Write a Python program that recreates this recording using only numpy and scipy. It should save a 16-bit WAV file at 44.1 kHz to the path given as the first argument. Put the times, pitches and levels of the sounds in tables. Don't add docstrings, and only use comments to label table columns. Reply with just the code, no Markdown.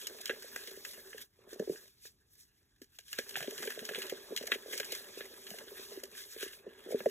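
import sys
import numpy as np
from scipy import signal
from scipy.fft import rfft, irfft
from scipy.io import wavfile

SR = 44100
rng = np.random.default_rng(int(sys.argv[2]) if len(sys.argv) > 2 else 0)


def output_pcm(signal):
    pcm = np.clip(np.atleast_2d(signal).T, -1, 1) * 32767
    wavfile.write(sys.argv[1], SR, np.round(pcm).astype(np.int16))


N = 313110

# f/Hz, level/dB, t60/s
WALL_MODES = [(215, -3.5, 0.026), (252.3, -13, 0.15), (291.5, -18, 0.08), (387.2, 0.5, 0.096),
              (438, -1.5, 0.087), (458, -7, 0.11), (548, -4, 0.035), (606.6, -3, 0.049), (640, 0, 0.0044)]
# f/Hz, width/Hz, level/dB
AIR_MODES = [(1060, 120, -19), (1660, 170, 0), (2060, 260, -6), (2480, 260, -7), (2850, 260, -6),
             (3320, 250, -4), (4030, 300, -10)]
# f/Hz, density/dB
HISS_SPECTRUM = [(900, -32), (2500, -8), (4500, 2), (7600, -1), (9000, 3), (12000, -2), (15500, 0)]


def cracks():
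    # t/s, level/dB, treble share/dB, centre f/Hz
    events = [(0.014, -42, -7.5, 3420), (0.069, -36, -6.5, 3310), (0.2563, -30, -8.5, 3180),
              (0.264, -30, -27, 2600), (0.294, -18.5, -39, 1860), (0.3, -23.5, -33, 2000),
              (0.3073, -36, -33, 1900), (0.423, -37.5, -15.5, 1650), (0.56, -26.5, -17.5, 1610),
              (0.673, -30.5, -17, 3670), (0.849, -29.5, -15, 2030), (1.1291, -33.5, -42, 1620),
              (1.179, -37, -14.5, 1620), (1.531, -43, -10, 1360), (1.595, -39, -15.5, 1350),
              (1.758, -42, -38, 1600), (2.0524, -47, -22, 1790), (2.817, -49, -7.5, 1950),
              (2.9868, -39, -12.5, 3460), (3.0804, -47, -13, 3250), (3.129, -27.5, -16, 2110),
              (3.187, -22.5, -15, 1900), (3.211, -44, -20, 1670), (3.265, -46, -28, 1660),
              (3.292, -40.5, -6.5, 3900), (3.309, -40, -21, 3200), (3.341, -37, -29, 3320),
              (3.355, -24.5, -35, 1650), (3.3621, -30, -19, 2800), (3.371, -33, -15, 1700),
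              (3.4048, -26, -24, 1580), (3.426, -27, -21, 2650), (3.473, -35.5, -19, 2900),
              (3.5083, -37, -13, 2010), (3.441, -45, -23, 1700), (3.5782, -30, -16.5, 2560),
              (3.623, -34.5, -11.5, 1730), (3.628, -26, -25, 1540), (3.634, -36, -29, 1590),
              (3.649, -45, -8, 3300), (3.673, -29, -25, 1600), (3.704, -28, -18, 1870),
              (3.754, -40, -21, 2620), (3.7905, -29, -20, 3040), (3.8512, -36, -7, 3260),
              (3.8892, -24, -23, 1530), (3.9464, -26.5, -27, 3300), (3.9555, -24.5, -24, 3320),
              (3.9865, -44, -12, 1610), (4.0184, -28.5, -18, 2320), (4.0256, -35.5, -17, 2600),
              (4.066, -46, -8, 3400), (4.096, -27.5, -15.5, 3040), (4.0998, -51, -25, 2600),
              (4.363, -23.5, -15, 3820), (4.374, -20.5, -19.5, 3560), (4.409, -43, -18, 3300),
              (4.426, -38, -14.5, 1680), (4.457, -48, -13, 3300), (4.469, -40, -5.5, 2600),
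              (4.474, -35, -32, 1660), (4.5165, -20, -26, 2490), (4.518, -10, -38, 2160),
              (4.542, -40, -16, 1700), (4.731, -27.5, -20, 2260), (4.777, -32.5, -7, 2900),
              (4.799, -23.5, -17, 2280), (4.8295, -31, -34, 1800), (4.845, -39, -8, 3330),
              (4.9204, -32.5, -6, 3140), (4.9504, -39, -5.5, 1940), (5.2061, -26, -32, 2670),
              (5.467, -33.5, -19.5, 3470), (5.5036, -43, -8.5, 2170), (5.585, -34.5, -17, 3060),
              (6.0352, -36.5, -10, 1920), (6.15, -42, -33, 1560), (6.384, -40, -19, 1680),
              (6.427, -29.5, -15, 2160), (6.53, -37.5, -25, 2760), (6.731, -47.5, -28, 1540),
              (7.003, -29, -32, 1300), (7.057, -31, -27, 1420)]
    rise_s, snap_s, crack_t60_s, crumb_t60_s = 0.0008, 0.000053, 0.019, 0.13
    t = np.arange(int(0.1 * SR)) / SR
    hz, width_hz, air_db = np.transpose(AIR_MODES)
    body, strikes = np.zeros((2, len(hz), N + len(t)))
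    treble, ticks = np.zeros((2, N + len(t)))
    since_s = t - 0.006
    after_s = np.maximum(since_s, 0)
    rise = np.exp(np.minimum(since_s, 0) / rise_s)
    snap = 0.5 * np.exp(-(since_s / snap_s) ** 2)
    decay, crumb_decay = from_db(-60 * after_s / crack_t60_s), from_db(-60 * after_s / crumb_t60_s)
    uneven_db = 1.5 * rng.standard_normal((len(events), len(hz)))
    spurts = np.pad(from_db(3.3 * drift(130)), (0, len(t)), "edge")
    for (s, db, treble_db, centre_hz), own_db in zip(events, uneven_db):
        start = round((s - 0.005) * SR)
        span, parting = slice(start, start + len(t)), start + round(0.006 * SR)
        crumb_share = from_db(-8 - 0.33 * (db + 34))
        burst = snap + rise * (decay + crumb_share * crumb_decay * spurts[span])
        mode_gains = from_db(db - 7 * np.log2(hz / centre_hz) ** 2 + own_db)
        body[:, span] += mode_gains[:, None] * burst
        strikes[:, parting] += mode_gains
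        treble[span] += from_db(db + treble_db) * burst
        ticks[parting] += from_db(db + treble_db)
    noise = from_db(1.16 * drift(210)) * rng.standard_normal((2, N))
    rasp = 0
    struck = from_db(-15) * ring(strikes[1, :N], hz[1], t60_s=0.07)
    for k in range(len(hz)):
        gain = (-1) ** k * from_db(air_db[k])
        rasp += gain * resonance(body[k, :N] * noise, hz[k], width_hz[k])
        struck += gain * ring(strikes[k, :N], hz[k], t60_s=1.55 / width_hz[k])
    air = butter(rasp + from_db(-5) * struck * [[1], [0.4]], 1400, "high")
    jolt = butter(body[0, :N] * noise, [250, 1000], "band")
    tick = butter(ticks[:N], 3000, "high") * [[1], [0.3]]
    hiss = treble[:N] * unit_rms(colour(noise, HISS_SPECTRUM[:3] + [(16000, -6.5)]))
    return from_db(6) * air + from_db(-9) * jolt + from_db(8) * tick + from_db(5.5) * hiss


def thuds():
    # t/s, level/dB, centre f/Hz
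    knocks = [(0.096, -37.5, 347), (0.148, -36, 416), (.296, -21.5, 450), (0.332, -33.5, 464),
              (.443, -34, 450), (.56, -35, 424), (0.676, -35.5, 404), (0.713, -39.5, 400),
              (0.772, -37, 394), (1.145, -31.5, 423), (1.473, -42, 390), (1.527, -31.5, 374),
              (1.558, -35, 406), (1.597, -17, 414), (1.602, -18.5, 380), (1.622, -24.5, 408),
              (1.674, -20, 366), (1.695, -19, 380), (1.72, -32.5, 356), (1.748, -36.5, 395),
              (2.052, -42.5, 394), (2.815, -38.5, 290), (2.986, -47, 660), (3.187, -24.5, 510),
              (3.368, -24.5, 736), (3.403, -32.5, 660), (3.424, -31, 580), (3.441, -32, 590),
              (3.478, -20, 409), (3.522, -31, 406), (3.6, -35, 330), (3.623, -33, 375), (3.656, -28, 415),
              (3.674, -25.5, 424), (3.774, -26.5, 430), (3.812, -34, 412), (3.827, -28.5, 400),
              (3.891, -25.5, 548), (3.909, -23.5, 440), (3.953, -29.5, 422), (3.98, -24, 434),
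              (4.121, -18.5, 432), (4.306, -29, 413), (4.321, -25, 403), (4.41, -26.5, 407),
              (4.436, -28, 430), (4.496, -35, 453), (4.517, -26, 400), (4.556, -29.5, 397),
              (4.659, -31.5, 417), (4.68, -33.5, 420), (4.708, -35, 422), (4.732, -29.5, 443),
              (4.756, -31, 418), (4.8, -25.5, 520), (4.923, -27.5, 477), (5.207, -30, 426),
              (5.312, -35.5, 392), (5.333, -40, 420), (5.673, -38, 380), (5.716, -35.5, 390),
              (5.51, -34.5, 610), (5.539, -32.5, 620), (5.793, -37.5, 372), (5.918, -36, 420),
              (5.973, -29.5, 345), (6.034, -33, 420), (6.361, -33.5, 387), (6.411, -37.5, 387),
              (6.428, -27.5, 377), (6.461, -35, 342), (6.664, -30, 440), (6.673, -33, 371),
              (6.86, -31, 344), (6.887, -30, 373), (6.906, -27, 460), (6.922, -23.5, 480),
              (6.943, -12.5, 381), (7.004, -26, 450), (7.059, -8, 515)]
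    crumbs_per_s, sag_s, pat_rise_s, pat_t60_s, lag_s = 27, 0.0021, 0.0017, 0.023, 0.002295
    when, size, octaves = rng.random((round(crumbs_per_s * N / SR), 3)).T
    _, _, powder_gain = effort()
    crumb_db = 20 * np.log10(powder_gain[(when * N).astype(int)]) + 5 - 7.1 * np.log(size + 0.02)
    crumbs = np.transpose([when * (N - 1) / SR, crumb_db, 330 * 2 ** octaves])
    s, hit_db, centre_hz = np.transpose(np.vstack([knocks, crumbs]))
    starts = np.round(s * SR).astype(int)
    t = np.arange(int(0.044 * SR)) / SR
    uneven, side, lag = rng.standard_normal((len(starts), len(WALL_MODES), 3)).T
    sagging_s = t + 0.45 * sag_s * (1 - np.exp(-t / sag_s))
    pat = (1 - np.exp(-(t / pat_rise_s) ** 2)) * from_db(0.5 - 60 * t / pat_t60_s)
    out = np.zeros((2, N + len(t)))
    for i, db, hz, share in zip(starts, hit_db, centre_hz, side[0]):
        phase = 2 * np.pi * hz * sagging_s
        out[:, i:i + len(t)] += from_db(db) * pat * [np.sin(phase), 0.37 * share * np.cos(phase)]
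    out = out[:, :N]
    for k, (hz, db, t60_s) in enumerate(WALL_MODES):
        detune_db = -14 * np.log2(hz / centre_hz) ** 2
        gain = from_db(hit_db + db + detune_db - 16.5 + 2 * uneven[k])
        late = (np.abs(lag[k]) * lag_s * SR).astype(int)
        clicks = np.zeros((2, N))
        clicks[:, np.minimum(starts + late, N - 1)] = [gain, gain * side[k]]
        out += ring(clicks, hz, t60_s)
    return cushion(out)


def grinding():
    fine_gain, coarse_gain, powder_gain = effort()
    grit = grains(per_s=300, spread_db=6, burst_s=0.0032, bed=1.47)
    hiss = unit_rms(colour(grit + 2.5 * rng.standard_normal((2, N)), HISS_SPECTRUM))
    edges_hz = np.geomspace(700, 18000, num=9)
    fine = sum((-1) ** k * from_db(2 * drift(25)) * butter(hiss, band_hz, "band")
               for k, band_hz in enumerate(zip(edges_hz, edges_hz[1:])))
    coarse = sum((-1) ** k * from_db(db + 3.3 * drift(14)) * resonance(grit, hz, width_hz)
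                 for k, (hz, width_hz, db) in enumerate(AIR_MODES))
    powder = grains(per_s=90, spread_db=3.5, burst_s=0.006, bed=0.96) * powder_gain
    drum = cushion(sum((-1) ** k * from_db(db) * ring(powder, hz, t60_s)
                       for k, (hz, db, t60_s) in enumerate(WALL_MODES)))
    crunch = butter(powder[::-1], [720, 1350], "band")
    falling = from_db(-3) * unit_rms(drum) + from_db(-12) * unit_rms(crunch)
    return fine * fine_gain + unit_rms(coarse) * coarse_gain + falling * np.sqrt(np.mean(powder ** 2))


def effort():
    # t/s, trickling grit/dB, drumming powder/dB
    work = [(0, -53.5, -60), (.75, -57, -65), (1.21, -58, -65), (1.281, -80, -94.5), (1.42, -76, -68),
            (1.62, -98, -62), (1.8, -61.5, -70), (1.958, -80, -89.5), (2.16, -81, -90), (3.02, -82, -93),
            (3.2, -55.5, -67.5), (3.45, -55, -61.5), (4.1, -58, -54), (4.22, -57, -59.5), (4.8, -58, -58.5),
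            (5.3, -57, -62), (6.03, -65.5, -61.5), (6.3, -68, -73), (6.54, -53.5, -67.5),
            (6.64, -75.5, -63.5), (6.9, -60.5, -58), (7.1, -55, -62)]
    # peak t/s, length/s, level/dB, coarse share/dB
    rubs = [(0, 0.19, -49.5, 1), (0.213, 0.027, -44, -19), (0.61, 0.7, -50, -3), (0.885, 0.32, -48, -13),
            (1.218, 0.1, -48, -4.5), (1.517, 0.11, -53, -6.5), (1.731, 0.61, -52, -9.5),
            (2.06, 0.15, -49, -15), (2.404, 0.19, -59, -15), (2.33, 0.24, -68.5, -15.5),
            (2.571, 0.75, -75.5, -2), (2.832, 0.08, -66, -17.5), (2.958, 0.15, -62.5, -6),
            (3.127, 0.21, -49.5, -12), (3.191, 0.068, -48, 7.5), (3.38, 0.17, -44.5, -4),
            (3.632, 0.99, -49, -4), (3.998, 0.81, -50, -0.5), (4.372, .1, -53, -15), (4.537, 0.19, -48, 2),
            (4.741, 0.18, -41, -3.5), (4.936, 0.52, -46, -1), (5.187, 0.32, -51, 0.5),
            (5.528, 0.77, -53, -3), (5.818, 0.61, -50.5, -4), (5.925, 0.41, -51.5, -7),
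            (6.208, 0.31, -47.5, -7), (6.328, 0.24, -48.5, -10), (6.437, 0.18, -43.5, -2),
            (6.919, 0.096, -46, -4)]
    rise_share, swing_db = 0.51, 26.5
    t = np.arange(N) / SR
    s, grit_db, powder_db = np.transpose(work)
    fine, powder = from_db(np.interp(t, s, grit_db)), from_db(np.interp(t, s, powder_db))
    coarse = np.hypot(fine * from_db(-6), powder * from_db(-4.5))
    for peak_s, length_s, db, coarse_db in rubs:
        span = slice(max(int((peak_s - 2 * length_s) * SR), 0), int((peak_s + 2 * length_s) * SR))
        offset = (t[span] - peak_s) / length_s
        rub = from_db(db - swing_db * np.maximum(-offset / rise_share, offset / (1 - rise_share)))
        fine[span] = np.hypot(fine[span], rub)
        coarse[span] = np.hypot(coarse[span], rub * from_db(coarse_db))
    return fine, coarse, powder


def grains(per_s, spread_db, burst_s, bed):
    born = rng.random(N) < per_s * from_db(5 * drift(15)) / SR
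    sizes = from_db(spread_db * np.minimum(rng.exponential(1, N), 4))
    pole = np.exp(-1 / (burst_s * SR))
    bursts = signal.lfilter([1], [1, -pole], born * sizes + 1e-18)
    return (bed + unit_rms(bursts)) * rng.standard_normal((2, N))


def shoves():
    # t/s, level/dB, f/Hz
    pushes = [(1.595, -42, 198), (1.696, -42, 165), (2.816, -55, 246), (3.186, -47, 248), (3.369, -54, 145),
              (3.408, -49.5, 146), (3.474, -47, 254), (3.595, -54, 175), (3.775, -59, 176),
              (3.817, -45.5, 232), (3.892, -60, 210), (3.975, -49.5, 203), (4.118, -56, 246),
              (4.308, -53.5, 235), (4.411, -51, 250), (4.519, -48, 244), (5.513, -48, 203),
              (6.672, -52.5, 208), (6.943, -43, 251), (7.005, -47, 215), (7.057, -36, 247)]
    rise_s, t60_s = 0.0058, 0.079
    t = np.arange(int(0.08 * SR)) / SR
    swell = np.sin(np.pi / 2 * np.minimum(t / rise_s, 1)) ** 2
    decay = from_db(-60 * np.maximum(t - rise_s, 0) / t60_s)
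    out = np.zeros(N + len(t))
    for s, db, hz in pushes:
        i = round(s * SR)
        out[i:i + len(t)] += from_db(db) * swell * decay * np.sin(2 * np.pi * hz * t)
    return out[:N] * [[1], [0.3]]


def room_tone():
    # f/Hz, density/dB
    spectrum = [(21, -59), (35, -8), (85, -8), (124, -11), (149, -15), (426, -20.5), (573, -46), (699, -30),
                (2040, -35.5), (4000, -39.5), (8800, -100)]
    return from_db(-76.5) * unit_rms(colour(rng.standard_normal((2, N)), spectrum))


def cushion(x):
    return butter(butter(x, 720, "low", order=4), 190, "high", order=4)


def stereo_image(mid_side):
    # f/Hz, likeness/0-1, left minus right/dB
    stereo_likeness = [(60, .92, -.5), (400, .97, -1), (750, .8, -1), (1000, .4, -3), (1700, .8, -2.5),
                       (3300, .8, 0), (4400, .97, 0), (5000, .97, 0), (5600, .45, 0), (6300, .97, 0),
                       (7300, .98, 0), (7800, .5, 0), (8500, .97, 0), (9300, .97, 0), (10000, .4, 0),
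                       (11000, .93, 0), (11900, .4, 0), (12500, .97, 0), (13600, .97, 0), (14100, .3, 0),
                       (15200, .9, 0)]
    # f/Hz, left lead/rad
    stereo_phase = [(0, 0), (900, -1.1), (1600, .8), (3500, 1.5), (4400, 3.1), (5100, 3.2), (6100, 6.2),
                    (7500, 6.4), (8300, 9.3), (9500, 9.5), (9900, 7.9), (10700, 9.3), (11400, 9.5),
                    (12300, 12.5), (13800, 12.6), (14700, 15.7)]
    bins_hz = np.fft.rfftfreq(N, 1 / SR)
    hz, likeness, tilt_db = np.transpose(stereo_likeness)
    likeness = np.interp(bins_hz, hz, likeness)
    lead_rad = np.interp(bins_hz, *np.transpose(stereo_phase))
    skew = from_db(np.interp(bins_hz, hz, tilt_db) / 2) * np.exp(0.5j * lead_rad)
    mid, side = rfft(mid_side) * np.sqrt([(1 + likeness) / 2, (1 - likeness) / 2])
    return irfft([(mid + side) * skew, (mid - side) / skew], N)


def ring(x, hz, t60_s):
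    r, w = from_db(-60 / (t60_s * SR)), 2 * np.pi * hz / SR
    return signal.lfilter([0, np.sin(w)], [1, -2 * r * np.cos(w), r * r], x + 1e-18)


def resonance(x, hz, width_hz):
    r, w = np.exp(-np.pi * width_hz / SR), 2 * np.pi * hz / SR
    return signal.lfilter([(1 - r * r) / 2, 0, (r * r - 1) / 2], [1, -2 * r * np.cos(w), r * r], x + 1e-18)


def drift(rate_hz):
    r = np.exp(-2 * np.pi * rate_hz / SR)
    return unit_rms(signal.lfilter([1], [1, -2 * r, r * r], rng.standard_normal(N + 9000))[9000:])


def colour(x, spectrum):
    hz, db = np.transpose(spectrum)
    bins_hz = np.fft.rfftfreq(N, 1 / SR) + 1
    return irfft(rfft(x) * from_db(np.interp(np.log(bins_hz), np.log(hz), db)), N)


def butter(x, hz, kind, order=2):
    return signal.sosfilt(signal.butter(order, hz, kind, fs=SR, output="sos"), x)


def from_db(db):
    return 10 ** (np.asarray(db) / 20)


def unit_rms(x):
    return x / np.sqrt(np.mean(x ** 2) + 1e-20)


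def scene():
    return stereo_image(grinding() + cracks() + thuds() + shoves() + room_tone())


def record(dry):
    stop_db, stop_hz = 70, 16150
    return signal.sosfilt(signal.cheby2(22, stop_db, stop_hz, fs=SR, output="sos"), dry)


dry = scene()
out = record(dry)
output_pcm(out)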